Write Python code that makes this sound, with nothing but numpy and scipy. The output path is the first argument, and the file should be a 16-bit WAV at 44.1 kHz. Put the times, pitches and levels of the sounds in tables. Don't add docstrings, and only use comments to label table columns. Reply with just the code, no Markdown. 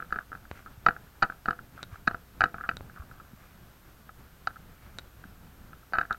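import sys
import numpy as np
from scipy import signal
from scipy.fft import rfft, irfft
from scipy.io import wavfile

SR = 44100
rng = np.random.default_rng(int(sys.argv[2]) if len(sys.argv) > 2 else 0)


def persist_wave(psi):
    counts = np.round(np.clip(psi, -1, 1) * 32767).astype(np.int16)
    wavfile.write(sys.argv[1], SR, np.atleast_2d(counts).T)


N = 272538
TAPS = 4096
HZ = np.fft.rfftfreq(TAPS, 1 / SR)
T = np.arange(2 * TAPS) / SR
LEAD_S = .004
SETTLED_HZ = 1425

# centre_hz, width_hz, relative_db
CASE_MODES = [(680, 58, -18), (775, 115, -16.5), (985, 50, -19.5), (1313, 110, -0.8), (1440, 180, -6),
              (1550, 70, -6), (1670, 120, -6), (1900, 110, -17), (2350, 190, -25), (2565, 115, -24),
              (2930, 110, -27), (3840, 110, -30.5), (4230, 150, -31.5), (4670, 260, -33), (5110, 200, -48),
              (6000, 500, -49), (7150, 430, -51)]
# start_s, relative_level_db, ring_centre_hz, hardness_db_per_octave (treble),
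# weight_db (bass), hollowness_db (modes under 1.1 kHz), crack_db (modes at 1.8-3.3 kHz),
# grind_s (catches fade by 20 dB), first_rebound_db (re the slip)
RUBBLE_SLIPS = [(0.0014, -25.5, 1385, -8, 2, -2, -3, .005, .5),
                (0.1245, -13.5, 1440, -2, 4, -4, -7, .007, -26),
                (0.159, -21.5, 1550, -3, 9, 1, -2, .018, -30),
                (0.187, -18.3, 1560, -8, -1, -2, -3, .005, -17),
                (0.318, -29, 1360, -16, 7, 2, -3, .004, -12),
                (0.3286, -26.5, 1470, -15, 3, -5, -3, .005, -3),
                (0.6612, -33, 1080, -8, 2, -2, -2, .035, -25), (0.8626, -15, 1300, 6, -4, 3, 2, .003, -35),
                (0.8646, -2.5, 1190, 0, 1, 4, 2, .003, -35), (0.8856, -7, 1450, -4, 7, 3, 4, .009, -16),
                (1.2228, -13.5, 1470, 8, -13, 2, 0, .003, -30),
                (1.2261, -6.3, 1260, 7, 4, 5, -1, .006, -35), (1.2325, -10.5, 1350, 3, 6, 5, 3, .011, -35),
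                (1.2387, -15.5, 1350, -6, 5, 4, -1, .02, -30),
                (1.2992, -22.5, 1520, -6, 7, 4, -4, .007, -10), (1.4576, -20.5, 1490, 6, 6, 5, 0, .006, -7),
                (1.4846, -9.6, 1370, -5, 10, 2, -4, .008, -30),
                (1.5076, -15, 1450, 0, 6, -1, -2, .005, -15),
                (2.0736, -16.5, 1480, 9, 8, -1, -3, .003, -35),
                (2.0768, -6.7, 1550, 3, 0, -2, -2, .007, -38), (2.1114, -24, 1470, 1, 14, 6, -2, .005, -17),
                (2.1455, -20.5, 1410, -1, 13, 6, -5, .005, -30),
                (2.4072, -8.3, 1420, 6.5, 4, 3, 2, .005, -15), (2.4167, -8, 1560, -7, 1, 3, 3, .006, -30),
                (2.4388, -5.2, 1600, 0.5, 4, 1, -1, .004, -19),
                (2.4565, -20.5, 1460, -5, 11, 1, 4, .01, -17),
                (2.5432, -24.7, 1170, -6, 10, 4, 1, .008, -24),
                (2.6098, -24.5, 1380, -11, 6, -3, -2, .005, -14),
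                (2.6378, -25, 1330, -17, -10, -7, -4, .045, -18),
                (2.6907, -11.8, 1480, -2, 4, 2, 8, .006, -13),
                (4.4724, -13, 1350, 6, -14, 2, -4, .003, -35), (5.9346, -16, 1440, 2, -5, 3, -3, .035, -7),
                (5.9534, -21, 1370, -1, 1, 5, -1, .015, -12), (5.9851, -9, 1610, -1, 4, 1, 0, .004, -21),
                (5.9931, -17.5, 1420, -5, 4, 1, -1, .004, -30),
                (6.0121, -14, 1560, -3, -1, -1, -3, .004, -18),
                (6.1078, -13.2, 1460, -7, -1, -1, -6, .021, -18)]


def amp(db):
    return 10 ** (np.asarray(db) / 20)


def evened(x):
    return x / np.sqrt(np.mean(x ** 2) + 1e-20)


def read(points, hz):
    f, value = np.transpose(points)
    return np.interp(np.log(hz + 1), np.log(f + 1), value)


def add(mix, s, sound):
    start = round(s * SR)
    sound = sound[max(-start, 0):]
    part = mix[max(start, 0):][:len(sound)]
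    part += sound[:len(part)]


def coloured(x, spectrum):
    gain = amp(read(spectrum, np.fft.rfftfreq(N, 1 / SR)))
    return evened(irfft(rfft(x) * gain, N))


def ring(modes):
    return sum(amp(db) * np.exp(-np.log(1000) * T / t60_s) * np.sin(2 * np.pi * hz * T)
               for hz, db, t60_s in modes)


def background(lumpy_db=5.0, rumble_trim_db=0.3, air_db=-62):
    # time_s, rumble_db (before trim and lumps)
    handling = [(0.0, -58), (0.46, -55), (1.26, -58), (1.7, -53), (2.34, -55), (2.84, -50), (3.35, -57),
                (5.5, -54), (6.18, -57)]
    # hz, relative_db_per_hz
    rumble_spectrum = [(10, -8), (28, 2), (45, -3.5), (100, -2), (200, -8), (300, -14), (500, -22),
                       (800, -24), (1500, -32), (4000, -81.5)]
    # hz, relative_db_per_hz
    air_spectrum = [(300, -4.5), (750, -1.5), (950, -3), (1400, 1.5), (1620, -0.5), (1950, -7),
                    (2500, -9.5), (3300, -11.5), (4000, -14.5), (7000, -25.5)]
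    t = np.arange(N) / SR
    knots_s = np.arange(0, t[-1] + .1, .04)
    lumps_db = lumpy_db * np.interp(t, knots_s, 2 * rng.random(len(knots_s)) - 1)
    rumble_db = rumble_trim_db + np.interp(t, *np.transpose(handling)) + lumps_db
    rumble = amp(rumble_db) * coloured(rng.standard_normal(N), rumble_spectrum)
    air = amp(air_db + lumps_db / 2) * coloured(rng.standard_normal(N), air_spectrum)
    return rumble + air


def electronics(whine_db=-70.0, whine_hz=13183.7, flip_hz=40.7, hum_db=-61, hum_hz=59.8, hiss_db=-64.5):
    # hz, relative_db_per_hz
    hiss_spectrum = [(100, 5.5), (2000, -0.5), (5000, -2.5), (8000, -4), (16000, -5.5)]
    t = np.arange(N) / SR
    flips = np.tanh(25 * np.sin(2 * np.pi * flip_hz * t))
    whine = flips * np.sin(2 * np.pi * whine_hz * t)
    hum = np.sin(2 * np.pi * hum_hz * t)
    tones = np.sqrt(2) * (amp(whine_db) * whine + amp(hum_db) * hum)
    return tones + amp(hiss_db) * coloured(rng.standard_normal(N), hiss_spectrum)


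def struck(gain, wobble=0):
    log_gain = np.log(np.maximum(gain, gain.max() * 1e-5))
    circle = np.concatenate([log_gain, log_gain[-2:0:-1]])
    minimum_phase = -signal.hilbert(circle).imag[:len(HZ)]
    phase = minimum_phase + wobble - 2 * np.pi * HZ * LEAD_S
    return irfft(gain * np.exp(1j * phase))


def clack(centre_hz, hard_db, weight_db, hollow_db, crack_db, chance, scatter_db=3.5, focus_hz=380,
          focus_db=7, push_db=-23, push_hz=470, fray=0.32, rise_s=.0016):
    loudness, catch_sizes, turns = chance
    hz, width_hz, db = np.transpose(CASE_MODES)[:, :, None]
    bearing_db = hollow_db * (hz < 1100) + crack_db * ((hz > 1800) & (hz < 3300))
    db = db + scatter_db * np.tanh(loudness)[:, None] + bearing_db
    mode_power = amp(db) ** 2 / (1 + ((HZ - hz) / width_hz) ** 2 * 2) ** 2
    modes = mode_power.sum(0) ** .5
    near_ring = np.exp(-((HZ - 1450) / 420) ** 4)
    tilt_db = focus_db * near_ring * (np.exp(-((HZ - centre_hz) / focus_hz) ** 2 * 2) - 1)
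    tilt_db += hard_db * np.clip(np.log2((HZ + 1) / 1800), 0, 1.2)
    push = amp(push_db + weight_db) / (1 + (HZ / push_hz) ** 4)
    lags_s = np.linspace(.0002, .0013, len(CASE_MODES))[:, None]
    ripples = catch_sizes[:, None] * np.sin(2 * np.pi * (HZ * lags_s + turns[:, None]))
    wobble = fray * ripples.sum(0) * np.minimum((HZ / 2500) ** 2, 2)
    swell = -2 * np.arctan((HZ - centre_hz) / 280)
    sound = struck(np.hypot(modes * amp(tilt_db), push), wobble + swell)
    age_s = T[:TAPS] - LEAD_S
    sound *= np.clip(age_s / rise_s + .5, 0, 1)
    sound *= np.exp(-(age_s / .03) ** 2)
    return sound / np.linalg.norm(sound)


def tick(s, db, hz):
    return s, db, hz, -7, 3, 0, 0


def strays(per_s=3, level_db=-49, spread_db=3, spread_hz=130, count=40):
    waits = rng.exponential(1, count)
    sizes, pitches = rng.uniform(-1, 1, (2, count))
    return [tick(s, level_db + spread_db * size, SETTLED_HZ + spread_hz * pitch)
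            for s, size, pitch in zip(np.cumsum(waits) / per_s, sizes, pitches)]


def catches(knock, grind_s, jitter, catch_s=.0048, jitter_s=.0002):
    s, db, hz, hard_db, weight_db, *bearing = knock
    fade_db = 20 * catch_s / max(grind_s, 1e-4)
    return [(s + k * catch_s + jitter_s * late, db - k * fade_db, (hz + SETTLED_HZ) / 2,
             hard_db - 5, weight_db + 7, *bearing) for k, late in enumerate(jitter, 1)]


def rocking(slip, rebound_db, rebound_s=.0222, second_db=-17):
    s, db, *_ = slip
    loose = (SETTLED_HZ, -6, 7.5, 0, 0)
    first = (s + rebound_s, db + rebound_db, *loose)
    second = (s + 2 * rebound_s, db + rebound_db + second_db, *loose)
    return [slip, first, second]


def clacks(level_db=15, body_db=-6, shift_s=-0.00014, body_scatter_db=2, count=4, tick_grind_s=.007):
    # start_s, relative_level_db, ring_centre_hz
    chip_ticks = [(.1057, -35, 1450), (.1414, -29, 1400), (.4525, -39, 1500), (.964, -30, 1480),
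                  (1.5902, -30, 1440), (1.7908, -36, 1360), (1.957, -35, 1280), (2.583, -29, 1420),
                  (2.8973, -38, 1550), (2.9612, -38, 1220), (2.9721, -36, 1270), (3.1128, -37, 1420),
                  (3.1994, -35.5, 1300), (4.0923, -33.5, 1200), (4.5057, -37, 1380), (4.5585, -37, 1380),
                  (4.5662, -35, 1390), (5.2396, -34.5, 1600), (5.731, -36, 1450), (5.9688, -24, 1460),
                  (6.0286, -28, 1390), (6.0521, -32, 1560), (6.099, -35, 1400), (6.1454, -30, 1400)]
    # hz, relative_db, t60_s
    body_modes = [(494, -32, 0.19), (695, -31, 0.14), (290, -24.5, 0.05), (170, -28, .05),
                  (116, -22, 0.038)]
    out = np.zeros(N)
    blows, chatter = strays(), []
    slip_jitter = rng.standard_normal((len(RUBBLE_SLIPS), count))
    for (*slip, grind_s, rebound_db), jitter in zip(RUBBLE_SLIPS, slip_jitter):
        blows += rocking(slip, rebound_db)
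        chatter += catches(slip, grind_s, jitter)
    for row, jitter in zip(chip_ticks, rng.standard_normal((len(chip_ticks), count))):
        blows.append(tick(*row))
        chatter += catches(tick(*row), tick_grind_s, jitter)
    knocks = blows + chatter
    chance = rng.standard_normal((len(knocks), 4, len(CASE_MODES)))
    for (s, db, *colour), luck in zip(knocks, chance):
        if db > -50 and s < N / SR:
            add(out, s + shift_s - LEAD_S, amp(db + level_db) * clack(*colour, luck[1:]))
    build = 1 - np.exp(-T / .002)
    booms = np.array([ring([mode]) * build for mode in body_modes])
    for (s, db, _, _, weight_db, *_), luck in zip(blows, chance):
        polarity = np.sign(luck[0, -len(body_modes):])
        pushes = amp(body_scatter_db * luck[0, :len(body_modes)]) * polarity
        add(out, s, amp(db + body_db + weight_db / 2) * (pushes @ booms))
    return out


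def room(x, build_s=0.0027):
    # hz, t60_s
    room_decay = [(300, 0.72), (1400, 0.25), (6000, 0.15)]
    hz, t, z = signal.stft(rng.standard_normal(SR // 2), SR, nperseg=256)
    t60_s = read(room_decay, hz)[:, None]
    fall = np.exp(-np.log(1000) * t / t60_s) * (1 - np.exp(-t / build_s))
    tail = signal.istft(z * fall, SR, nperseg=256)[1]
    return signal.fftconvolve(x, tail / np.linalg.norm(tail))[:N]


def grit(per_s, spread_db):
    size = amp(spread_db * rng.random(N))
    return evened(size * rng.choice([-1, 1], N) * (rng.random(N) < per_s / SR))


def scuffs(grit_level_db=-56, follow=.3, lag_s=.02, grit_sigma_s=.014, fine_db=-16):
    # middle_s, sigma_s, scrape_db, rustle_db
    sole_scuffs = [(.575, 0.035, -56, -58), (1.793, .035, -56, -59), (1.948, 0.024, -54, -58),
                   (2.615, 0.04, -53, -68), (2.98, 0.045, -55, -66), (3.2, 0.1, -63, -76),
                   (3.467, 0.063, -65, -64), (4.853, 0.077, -66.5, -63)]
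    # hz, relative_db_per_hz
    scrape_spectrum = [(200, -50), (550, -2.5), (750, 3), (950, -10.5), (1150, 10), (1400, 8), (1620, 8),
                       (1900, -26.5), (2600, -19), (6000, -58.5)]
    # hz, relative_db_per_hz
    rustle_spectrum = [(800, -3.5), (2000, 1), (2400, 1.5), (3000, -8), (3800, -12.5), (5000, -15),
                       (7000, -18), (12000, -24)]
    t = np.arange(N) / SR
    strokes = list(sole_scuffs)
    for s, db, *_ in RUBBLE_SLIPS:
        grit_db = grit_level_db + follow * (db + 20)
        strokes.append((s + lag_s, grit_sigma_s, grit_db, grit_db + fine_db))
    scrape, rustle = np.zeros((2, N))
    for s, sigma_s, scrape_db, rustle_db in strokes:
        near = abs(t - s) < 5 * sigma_s
        stroke = np.exp(-((t[near] - s) / sigma_s) ** 2 / 2)
        scrape[near] += amp(scrape_db) * stroke
        rustle[near] += amp(rustle_db) * stroke
    coarse = coloured(grit(per_s=170, spread_db=20), scrape_spectrum)
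    fine = coloured(grit(per_s=2200, spread_db=14), rustle_spectrum)
    return scrape * coarse + rustle * fine


def thuds(cycles=0.46):
    # start_s, envelope_peak_db, pitch_hz
    sole_thuds = [(0.513, -39, 65), (0.775, -40, 102), (1.235, -31, 125), (1.926, -35.5, 88.6),
                  (2.077, -23.5, 205), (2.997, -34, 72), (3.333, -39, 179), (5.253, -41, 220)]
    out = np.zeros(N)
    for s, db, hz in sole_thuds:
        u = T * hz / cycles
        add(out, s, amp(db) * u * np.exp(1 - u) * np.sin(2 * np.pi * hz * T))
    return out


def snaps():
    # start_s, peak_db, treble_edge_hz, ring_db (re the spike)
    shard_snaps = [(.5136, -21.5, 2300, -9), (1.8298, -23.5, 7000, 2), (1.8369, -34, 5000, 4),
                   (2.769, -28, 6800, 4), (2.8084, -28.5, 1330, -49), (4.9861, -24.5, 7500, 3.5),
                   (4.9936, -34.5, 5000, 1), (5.9246, -29.5, 1300, -14), (6.1277, -30, 6100, 5)]
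    # hz, relative_db, t60_s
    shard_modes = [(1425, -14.5, 0.02), (3810, -12, .013), (4000, -22, 0.0061), (5420, -22, 0.0056),
                   (6900, -26, 0.0067)]
    out = np.zeros(N)
    for s, db, edge_hz, ring_db in shard_snaps:
        spike = amp(ring_db) * ring(shard_modes) - np.exp(-T / 0.00016)
        sound = signal.lfilter(*signal.butter(2, edge_hz, fs=SR), spike)
        add(out, s, amp(db) * sound / abs(sound).max())
    return out


def scene(room_db=-25):
    hits = clacks() + snaps()
    return (hits + amp(room_db) * room(hits) + thuds() + scuffs() + background())[None]


def record(dry, ceiling=.9, edge_hz=15950):
    low_pass = signal.firwin(511, edge_hz, window=("kaiser", 9), fs=SR)
    rounded = ceiling * np.tanh((dry + electronics()) / ceiling)
    return signal.oaconvolve(rounded, low_pass[None], "same")


dry = scene()
out = record(dry)
persist_wave(out)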